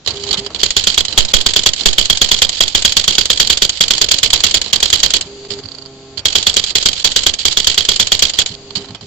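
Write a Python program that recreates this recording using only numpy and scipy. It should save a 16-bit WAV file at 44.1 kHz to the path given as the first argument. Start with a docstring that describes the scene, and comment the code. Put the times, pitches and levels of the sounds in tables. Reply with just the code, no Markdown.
"""Two microphone ports of a small camera, set very close to an electronic typewriter printing two lines.
From the start there is faint room noise; gears whir, the motor lurches and hums, knocks ring the case.
Then come the letters, each a hammer blow, rebound, carriage step, ribbon latch and print wheel spin.
Between the lines the paper feed ratchets and the resting motor whines; then the second line is typed.
Each port colours shaped noise and ringing modes in its own way, and the loud blows overload."""
import sys
import numpy as np
from scipy import signal
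from scipy.fft import rfft, irfft
from scipy.io import wavfile
from scipy.ndimage import uniform_filter1d

SR = 44100
rng = np.random.default_rng(int(sys.argv[2]) if len(sys.argv) > 2 else 0)


def level_to_linear(level):
    """Convert decibel levels to linear amplitude factors, elementwise."""
    exponent = np.asarray(level, float) / 20
    return 10 ** exponent


def log_audio(samples):
    """Write samples as a 16-bit WAV file to the path given in sys.argv[1]."""
    # one column per channel
    frames = np.atleast_2d(samples).T
    # limit to full scale, then quantise
    limited = np.clip(frames, -1, 1)
    pcm = np.round(limited * 32767).astype(np.int16)
    wavfile.write(sys.argv[1], SR, pcm)


N = 399722


def evened(x):
    """Scales a sound to rms 1."""
    return x / np.sqrt(np.mean(x ** 2) + 1e-20)


def add(mix, s, sound):
    """Mixes a sound in from time s, cut off at the end of the mix."""
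    part = mix[..., round(s * SR):][..., :sound.shape[-1]]
    part += sound[..., :part.shape[-1]]


def burst(rise, t60):
    """Envelope that swells over rise seconds, then dies by 60 dB in t60 seconds."""
    t = np.arange(-rise, t60, 1 / SR)
    return np.where(t < 0, (1 + t / rise) ** 3, level_to_linear(-60 * t / t60))


def stretch(length, edge):
    """Envelope that holds for a while with soft ends."""
    return signal.windows.tukey(round(length * SR), min(2 * edge / length, 1))


def band_noise(low, high):
    """Noise between two pitches in Hz, rms 1."""
    band = signal.butter(2, [low, high], "band", fs=SR, output="sos")
    return evened(signal.sosfilt(band, rng.standard_normal(N)))


# likeness of the noise at the two ports: (f/Hz, likeness 0 to 1)
PORT_LIKENESS = [(60, 0.89), (200, 0.97), (660, 0.96), (2200, 0.14), (7310, 0.02)]


def coloured(table):
    """Two channels of noise, alike in the bass, each shaped by a level column of the table."""
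    hz = np.log(np.fft.rfftfreq(N, 1 / SR) + 1)
    f, *db = np.transpose(table)
    likeness_hz, likeness = np.transpose(PORT_LIKENESS)
    same = np.clip(np.interp(hz, np.log(likeness_hz), likeness), 0, 1)
    left, other = rfft(rng.standard_normal((2, N)))
    pair = np.array([left, same * left + np.sqrt(1 - same ** 2) * other])
    # a table with one level column serves both sides
    shape = level_to_linear([np.interp(hz, np.log(f), column) for column in (db[0], db[-1])])
    return evened(irfft(pair * shape, N))


# the room around the machine: (f/Hz, relative level/dB)
ROOM = [(20, -20), (60, -4), (150, -7), (400, -13), (1000, -18), (2000, -23), (4000, -17), (5500, -23),
        (7500, -22), (9000, -45)]


def room():
    """Steady faint noise, falling towards the treble."""
    return level_to_linear(-46) * coloured(ROOM)  # dB rms


# the case heard at each microphone port: (f/Hz, left relative level/dB, right relative level/dB)
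PORTS = [(58, -13, -6.5), (160, -47, -26.5), (440, -21.5, -15), (1130, -26, -20.5), (1860, -21, -12.5),
         (2750, -18.5, -5.5), (3090, -14, 4), (3700, -17.5, 0.5), (4500, -12.5, 4.5), (5630, -14.5, -8.5),
         (6430, -7.5, -16), (6600, -6, -22.5), (8960, 1, -10), (8600, 0, -64)]


def case_noise():
    """Noise with the colour of the case at each port, the raw sound of rattles and knocks."""
    return coloured(PORTS)


def chatter():
    """Gear teeth: the whir comes in uneven grains, about 350 a second, each with a short tail."""
    teeth = level_to_linear(4.7 * np.minimum(rng.exponential(1, N), 2.5)) * (rng.random(N) < 350 / SR)
    return evened(1.02 + signal.oaconvolve(teeth, burst(0.00059, 0.033))[:N])


# gears run on where no letter is struck: (start t/s, length t/s, relative level/dB)
WHIRS = [(0.045, .07, -29), (0.129, .14, -23.5), (.27, 0.046, -19), (0.369, 0.035, -13.5),
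         (0.4, .065, -28.5), (0.48, 0.063, -37), (0.584, .045, -14.5), (1.078, 0.13, -23.5),
         (1.28, 0.046, -19.5), (1.759, 0.093, -16.5), (2.516, 0.082, -15), (2.693, 0.048, -25),
         (3.719, 0.081, -17.5), (4.638, 0.083, -24.5), (6.658, 0.056, -18), (6.952, 0.082, -20),
         (7.384, 0.061, -15.5), (8.34, 0.065, -23), (8.47, 0.086, -27), (8.77, 0.093, -30),
         (8.858, 0.097, -39), (9.011, .055, -33)]


def whirs(case, teeth):
    """Gear grains drive the case and make the guide rail sing."""
    idle = np.zeros(N)
    for s, length, db in WHIRS:
        add(idle, s, level_to_linear(db) * stretch(length, 0.0054))
    singing = signal.lfilter(*signal.iirpeak(4640, 14, SR), case)
    rail = evened(case + 0.23 * singing)
    return rail * idle * teeth


MOTOR_SIDES = level_to_linear([[-1.1], [1.1]])  # the motor is a little louder at the right port, dB

# the case lurches as the motor starts or stops: (peak t/s, relative level/dB, f/Hz)
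JOLTS = [(0.085, -33, 91), (0.386, -33, 203), (5.256, -36, 175), (5.515, -33, 203.5), (5.657, -29.5, 98),
         (6.184, -34, 100), (8.508, -29.5, 177), (8.77, -29.5, 199), (8.909, -27.5, 105), (8.948, -36, 108),
         (9.03, -30, 105)]


def jolts():
    """A low tone and loose rumble swell and die together."""
    out = np.zeros(N)
    rise = 0.03  # s
    shape = burst(rise, 0.12)
    t = np.arange(len(shape)) / SR
    rumble = band_noise(85, 220)
    for s, db, hz in JOLTS:
        loose = rumble[round(s * SR / 2):][:len(shape)]
        lurch = 1.08 * np.sin(2 * np.pi * hz * t) + 0.65 * loose
        add(out, s - rise, level_to_linear(db) * shape * lurch)
    return out * MOTOR_SIDES


# colour of the drone in case and desk: (f/Hz, relative level/dB)
DRONE = [(20, -15), (70, 2.5), (150, -5.5), (400, -6), (800, -10), (1500, -15), (2500, -15), (4000, -21),
         (8500, -43)]


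def drone():
    """Low and middle noise of case and desk swells with every blow or knock and dies slowly."""
    power = np.zeros(N)
    rise = 0.0065  # s
    shape = burst(rise, 0.51)
    hits = [row[:2] for row in STRIKES] + [(row[0], row[1] - 7) for row in KNOCKS]
    for s, db in hits:
        add(power, s - rise / 2, (level_to_linear(db) * shape) ** 2)
    return level_to_linear(-23.5) * np.sqrt(power) * coloured(DRONE)


def struck(case, dull, s, db, hz, t60, thud_db, ring, q):
    """Case noise rings at the pitch of the part that was hit, over a dull thud; returns start and sound."""
    shape = burst(.001, t60)
    noise = case[:, round(s * SR):][:, :len(shape)]
    length = noise.shape[1]
    lifted = noise + ring * signal.lfilter(*signal.iirpeak(hz, q, SR), noise)
    thud = level_to_linear(thud_db) * dull[round(s * SR):][:length]
    return s - .001, (level_to_linear(db - 4) * evened(lifted) + thud) * shape[:length]


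# knocks of keys and levers: (peak t/s, relative level/dB, centre f/Hz, t60/s, thud level/dB)
KNOCKS = [(0.0623, -4.5, 3750, 0.022, -30), (0.0747, 1.5, 4000, 0.081, -26), (.1068, -7, 4460, 0.057, -32),
          (.2374, -6, 6100, 0.026, -32), (0.267, -9, 3940, 0.026, -31), (0.29, -5, 3990, 0.032, -31),
          (.3096, -5, 4460, 0.048, -29), (0.3128, -2.5, 4600, 0.036, -32), (0.329, 0.5, 3780, 0.073, -31),
          (0.3412, -2.5, 3630, 0.033, -27), (0.374, -15, 3700, 0.072, -38), (.3904, -14, 4930, .034, -41),
          (0.4632, -6, 4830, 0.046, -27), (0.5038, -23, 4200, 0.098, -32), (.547, -3.5, 4000, 0.039, -32),
          (.56, -13, 3380, 0.072, -38), (1.0827, -3.5, 4100, 0.031, -40), (1.126, -2, 4200, 0.046, -38),
          (1.2246, -12, 4030, 0.042, -40), (1.287, -8, 4150, 0.032, -48), (1.808, -2, 3580, 0.052, -32),
          (4.6448, -8, 4330, 0.026, -43), (4.6617, -4.5, 4070, 0.02, -33), (5.2244, -13, 4080, 0.03, -37),
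          (5.45, -23, 4700, 0.048, -37), (5.5045, -8, 4900, 0.099, -35), (5.5166, -14.5, 4330, 0.056, -52),
          (5.5375, -14, 4700, 0.035, -51), (5.5895, -19, 4540, 0.046, -36), (6.174, -10.5, 4540, .045, -42),
          (6.1787, -10, 4640, 0.062, -41), (6.193, -13, 4610, 0.045, -36), (6.71, -9.5, 4470, 0.075, -38),
          (8.336, -7, 4700, 0.094, -37), (8.706, -14.5, 4300, 0.032, -34), (8.754, -5, 4500, 0.017, -33),
          (8.757, -5, 4440, 0.11, -37), (8.77, -14, 4530, .04, -45), (8.8447, -22, 4220, 0.032, -30),
          (8.8865, -21, 4240, 0.059, -36), (8.907, -20, 4400, 0.03, -36), (8.948, -14, 3130, 0.06, -29.5),
          (9.01, -18.5, 4260, .043, -36)]


def knocks(case):
    """Keys and levers hit the case: short broad rings over thuds."""
    out = np.zeros((2, N))
    dull = band_noise(250, 1400)
    for row in KNOCKS:
        add(out, *struck(case, dull, *row, ring=1.63, q=12))
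    return out


# motor runs: (start t/s, length t/s, third harmonic level/dB, other harmonics relative level/dB,
# rail hiss level/dB)
RUNS = [(.125, 0.19, -32, -58, -34.5), (.37, 0.114, -32, -48, -36), (.5, 0.12, -54, -53, -39.5),
        (5.251, 0.23, -36, -52, -36), (5.48, 0.13, -32.5, -52, -34), (5.584, 0.2, -52, -49, -40),
        (5.773, 0.41, -43, -47.5, -42), (8.505, .26, -42, -51.5, -38.5), (8.76, 0.089, -36.5, -46, -44),
        (8.836, 0.13, -46, -46, -45), (9.008, 0.055, -43, -57, -43)]
# overtones of the step tone: (multiple of the step f, level/dB beside the second)
OVERTONES = [(1, -1), (2, 0), (5, -7), (6, -8), (8, -12), (10, -16)]
# colour of the hiss of the rail: (f/Hz, relative level/dB)
RAIL = [(100, -5), (500, -5), (1100, -21), (2300, -17), (3250, -11), (3900, -12), (4650, -3), (5500, -24),
        (6200, -16.5), (7200, -9), (8200, -19)]


def motor_runs():
    """The carriage motor's steps sound as steady harmonics, the third one wavering, with rail hiss."""
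    tone, hiss, t = np.zeros(N), np.zeros(N), np.arange(N) / SR
    turn = 2 * np.pi * 134.2 * t  # step rate, Hz
    others = sum(level_to_linear(db) * np.sin(k * turn + k) for k, db in OVERTONES)
    waver = evened(uniform_filter1d(rng.standard_normal(N), round(.03 * SR)))
    third = np.sin(3 * turn) * level_to_linear(1 * waver)  # wavers by 1 dB rms
    for s, length, third_db, others_db, hiss_db in RUNS:
        hold = stretch(length, 0.0095)
        span = slice(round(s * SR), round(s * SR) + len(hold))
        tones = level_to_linear(third_db) * third[span] + level_to_linear(others_db) * others[span]
        fade_in = np.minimum(t[:len(tones)] / 0.032, 1)
        add(tone, s, np.sqrt(2) * tones * hold[:len(tones)] * fade_in)
        add(hiss, s, level_to_linear(hiss_db) * hold)
    return tone * MOTOR_SIDES + hiss * coloured(RAIL)


# one row a letter: (blow t/s, then relative levels/dB of blow, rebound, carriage step, ribbon latch)
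STRIKES = [(0.6327, -8.5, -7.5, -21, -5), (0.7664, -8, -10, -19, -7.5), (.871, -8, -11, -18, -9),
           (0.9778, -6.5, -5.5, -37, -8.5), (1.177, -4, -10, -15.5, -10), (1.338, -3.5, -8, -16, -7.5),
           (1.4632, -7.5, -10, -17, -6), (1.5624, -7, -5, -19, -9), (1.6614, -7.5, -8.5, -37, -7),
           (1.8582, -4.5, -8.5, -17, -9.5), (1.983, -7, -11, -14.5, -8), (2.0995, -7.5, -6.5, -15.5, -6.5),
           (2.2157, -6.5, -8.5, -17.5, -7), (2.315, -6.5, -6, -11.5, -9.5), (2.4194, -6.5, -8, -23, -6),
           (2.6067, -5.5, -7, -23, -7), (2.7498, -5.5, -7.5, -12.5, -8), (2.8494, -6.5, -10.5, -12, -6),
           (2.968, -6.5, -5.5, -18, -5.5), (3.079, -6, -7, -13, -7), (3.1825, -7.5, -5.5, -17, -6),
           (3.3018, -8.5, -8.5, -16, -8), (3.3997, -6, -9, -17, -7), (3.4998, -7, -6, -26, -5),
           (3.6208, -7.5, -5, -26, -2), (3.8083, -6, -7, -19, -8), (3.9072, -6.5, -6, -17.5, -7),
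           (4.0143, -6.5, -4.5, -20, -5), (4.113, -7.5, -4, -14, -6), (4.2309, -5, -6.5, -20.5, -6.5),
           (4.3315, -4.5, -11, -18, -7.5), (4.4377, -6, -4, -19, -6.5), (4.5425, -5, -6.5, -34, -6.5),
           (4.7305, -5, -5.5, -24, -9.5), (4.8285, -6.5, -4.5, -22, -5), (4.9286, -5.5, -8, -13.5, -8),
           (5.0322, -5.5, -4, -19, -6), (5.1377, -6, -6, -46, -8), (6.2553, -7.5, -11.5, -21, -11.5),
           (6.3543, -6, -9.5, -17.5, -9), (6.468, -7, -6.5, -18, -8.5), (6.5669, -7.5, -5.5, -28, -6),
           (6.754, -8.5, -7, -16, -7.5), (6.8581, -6, -3.5, -28, -9), (7.0455, -6, -7, -17, -9),
           (7.1619, -7, -8.5, -16, -7), (7.265, -7, -9, -19, -7.5), (7.4529, -8, -5, -13, -8.5),
           (7.572, -8.5, -6.5, -17.5, -9), (7.6707, -8, -5, -11, -9.5), (7.7781, -8.5, -9, -13.5, -9),
           (7.8883, -7.5, -6, -16, -7), (7.998, -7.5, -7, -15.5, -7), (8.1197, -7, -10, -23, -4),
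           (8.2234, -7, -6, -20, -7.5), (8.3881, -8, -8.5, -51, -9.5)]
# whir of the print wheel by the wait for the next letter: (t/s to the next blow, relative level/dB)
SPIN = [(.099, -32), (.105, -24.5), (.12, -24.5), (.15, -29.5), (.18, -31)]


def print_cycles(case, teeth):
    """Each letter's moving parts shake the case: sharp bursts, and gear work in grains."""
    sharp, gears = np.zeros((2, N)), np.zeros(N)
    ends = [row[0] for row in STRIKES[1:]] + [N / SR]
    for (s, blow, rebound, step, latch), end in zip(STRIKES, ends):
        add(sharp, s - .0045, level_to_linear(-11.5) * burst(0.00085, 0.028))  # the solenoid fires
        add(sharp, s - .0005, level_to_linear(blow + 8) * burst(.0005, .02))  # the hammer lands
        # pairs of levels are left and right
        clatter = level_to_linear(blow + np.array([[7.1], [4.1]]))
        add(sharp, s, clatter * burst(0.0034, 0.055))  # the ribbon carrier clatters
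        add(gears, s, level_to_linear(blow + 5) * burst(0.0029, .13))  # the wheel spokes chatter on
        add(sharp, s + 0.02327, level_to_linear(rebound + np.array([[4.1], [5.1]])) * burst(0.0073, 0.022))
        add(gears, s + 0.041, level_to_linear(step) * stretch(0.034, 0.0045))  # the carriage steps
        add(sharp, s + .0695, level_to_linear(latch + np.array([[9.1], [4.1]])) * burst(0.00444, 0.038))
        spin = level_to_linear(np.interp(end - s, *np.transpose(SPIN)))
        spin_length = min(end - s - .005, .14) - .08
        add(sharp, s + 0.0814, spin * stretch(spin_length, 0.0029))  # the wheel turns smoothly
    return case * sharp + case * gears * teeth


# slow changes along the typing: (t/s, hammer ring relative level/dB, right port push relative level/dB)
BLOW_CHANGES = [(.6, 3, -20), (1, 1.5, -15), (1.2, 6.5, -4.5), (1.55, 3.5, -13.5), (1.87, 6.5, -5.5),
                (2.3, 2.5, -11.5), (3.1, 2.5, -18), (3.6, 4, -18), (4.2, -3, -22.5), (5.2, -4, -26.5),
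                (6.2, 0, -27), (6.7, 2.5, -19), (7.1, -2, -18.5), (7.6, 3, -11.5), (8.4, 2.5, -21)]


def air_push():
    """Each hard blow pushes air into the right port: a slow swing one way, then back."""
    out, t = np.zeros((2, N)), np.arange(0, .15, 1 / SR)
    at, _, offset_db = np.transpose(BLOW_CHANGES)
    one_way = np.minimum(t / .003, 1) * np.cos(np.pi / 2 * np.minimum(t / .032, 1))
    back = .45 * np.sin(np.pi * np.clip((t - .02) / .085, 0, 1) ** .6)
    for s, blow, *_ in STRIKES:
        # the push grows by 2.2 dB for each dB of blow
        db = 2.2 * (blow + 7) + np.interp(s, at, offset_db) - 4.5
        add(out[1], s - .001, level_to_linear(db) * (one_way - back))
    return out


# modes of hammer, platen and case: (mean f/Hz, left relative level/dB, right relative level/dB, t60/s)
HAMMER = [(81.6, -24, -20.5, 0.12), (195, -23, -20, 0.074), (402, -13, -15.5, 0.036),
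          (570, -16.5, -29.5, 0.029), (1472, -13.5, -47, 0.026), (3077, -67, -3.5, 0.054),
          (3308.4, 2.5, 14, 0.021), (3580, 6, 1, 0.014), (4200, -28, 0.5, 0.023), (4690, -5.5, 2.5, 0.02),
          (5910, 5.5, -40, 0.011), (7000, -8.5, -4.5, 0.026), (7740, -11.5, 6.5, 0.011)]


def hammer_ring():
    """Blows ring the same modes, slightly detuned at random from blow to blow; rebounds ring them softly."""
    out, t = np.zeros((2, N)), np.arange(0, .15, 1 / SR)
    hz, left, right, t60 = np.transpose(HAMMER)[:, :, None]
    at, ring_db, _ = np.transpose(BLOW_CHANGES)
    # below 1 kHz the case rings much alike for every blow; above, the ring varies more by chance
    spread_db = np.where(hz < 1000, 1.2, 3.5)
    swell = np.minimum(t / 0.0052, 1) ** 2 * level_to_linear(-60 * t / 0.11)
    chances = rng.standard_normal((len(STRIKES), 3, len(hz), 1))
    for (s, blow, rebound, *_), (loudness, detune, phase) in zip(STRIKES, chances):
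        db = np.array([left, right]) + spread_db * loudness - 60 * t / t60
        modes = np.sin(2 * np.pi * hz * (1 + 0.0099 * detune) * t + 0.78 * phase)
        ring = (level_to_linear(db) * modes).sum(1)
        ring *= np.minimum(t / 0.00074, 1) * level_to_linear(np.interp(s, at, ring_db))
        add(out, s - .0004, level_to_linear(blow + 3.5) * ring)
        add(out, s + .027, level_to_linear(rebound + 1.5) * ring * swell)
    return out


# teeth of the paper feed drop: (t/s)
RATCHET_TEETH = [5.6366, 5.657, 5.687, 5.7184, 5.749, 5.785, 5.8213, 5.86]


def ratchet(case):
    """Each tooth of the paper feed clicks at one pitch, just after its pawl lifts more quietly."""
    out = np.zeros((2, N))
    dull = band_noise(250, 1400)
    for s in RATCHET_TEETH:
        for at, db in ((s, -18), (s - 0.0062, -28)):  # tooth, pawl
            add(out, *struck(case, dull, at, db, hz=4640, t60=0.034, thud_db=-42.5, ring=6, q=22))
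    return out


# the motor holds still under current: (start t/s, length t/s)
RESTS = [(6.2, 0.081), (8.955, .055)]
# tones of the motor driver at rest: (f/Hz, rms level/dB between the two sides)
WHINE = [(2519, -57), (4527, -56), (5523, -59)]


def resting_whine():
    """The driver of the resting motor whines in faint steady tones."""
    out, t = np.zeros(N), np.arange(N) / SR
    whine = sum(np.sqrt(2) * level_to_linear(db) * np.sin(2 * np.pi * hz * t) for hz, db in WHINE)
    for s, length in RESTS:
        hold = stretch(length, .005)
        add(out, s, hold * whine[:len(hold)])
    return out * MOTOR_SIDES


def scene():
    """All parts at the two ports; rattles and knocks share one case noise."""
    case, teeth = case_noise(), chatter()
    moving = room() + whirs(case, teeth) + jolts() + drone() + knocks(case) + motor_runs()
    printing = print_cycles(case, teeth) + air_push() + hammer_ring()
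    return moving + printing + ratchet(case) + resting_whine()


def low_pass(x):
    """Removes everything above the highest recorded frequency."""
    return signal.sosfilt(signal.butter(12, 20000, fs=SR, output="sos"), x)


def record(dry):
    """Sampled at 16 kHz, where it clips; at full rate the overshoot between samples clips again."""
    up, down = 160, 441
    low = np.clip(signal.resample_poly(dry, up, down, axis=1, window=("kaiser", 9)), -1, 1)
    full = signal.resample_poly(low, down, up, axis=1)[:, :N]
    lowpass = signal.firwin(255, 7900, window=("kaiser", 9), fs=SR)
    smooth = signal.oaconvolve(full, lowpass[None], "same")
    mix = np.clip(level_to_linear(.5) * smooth, -1, 1)
    return low_pass(mix)


dry = scene()
out = record(dry)
log_audio(out)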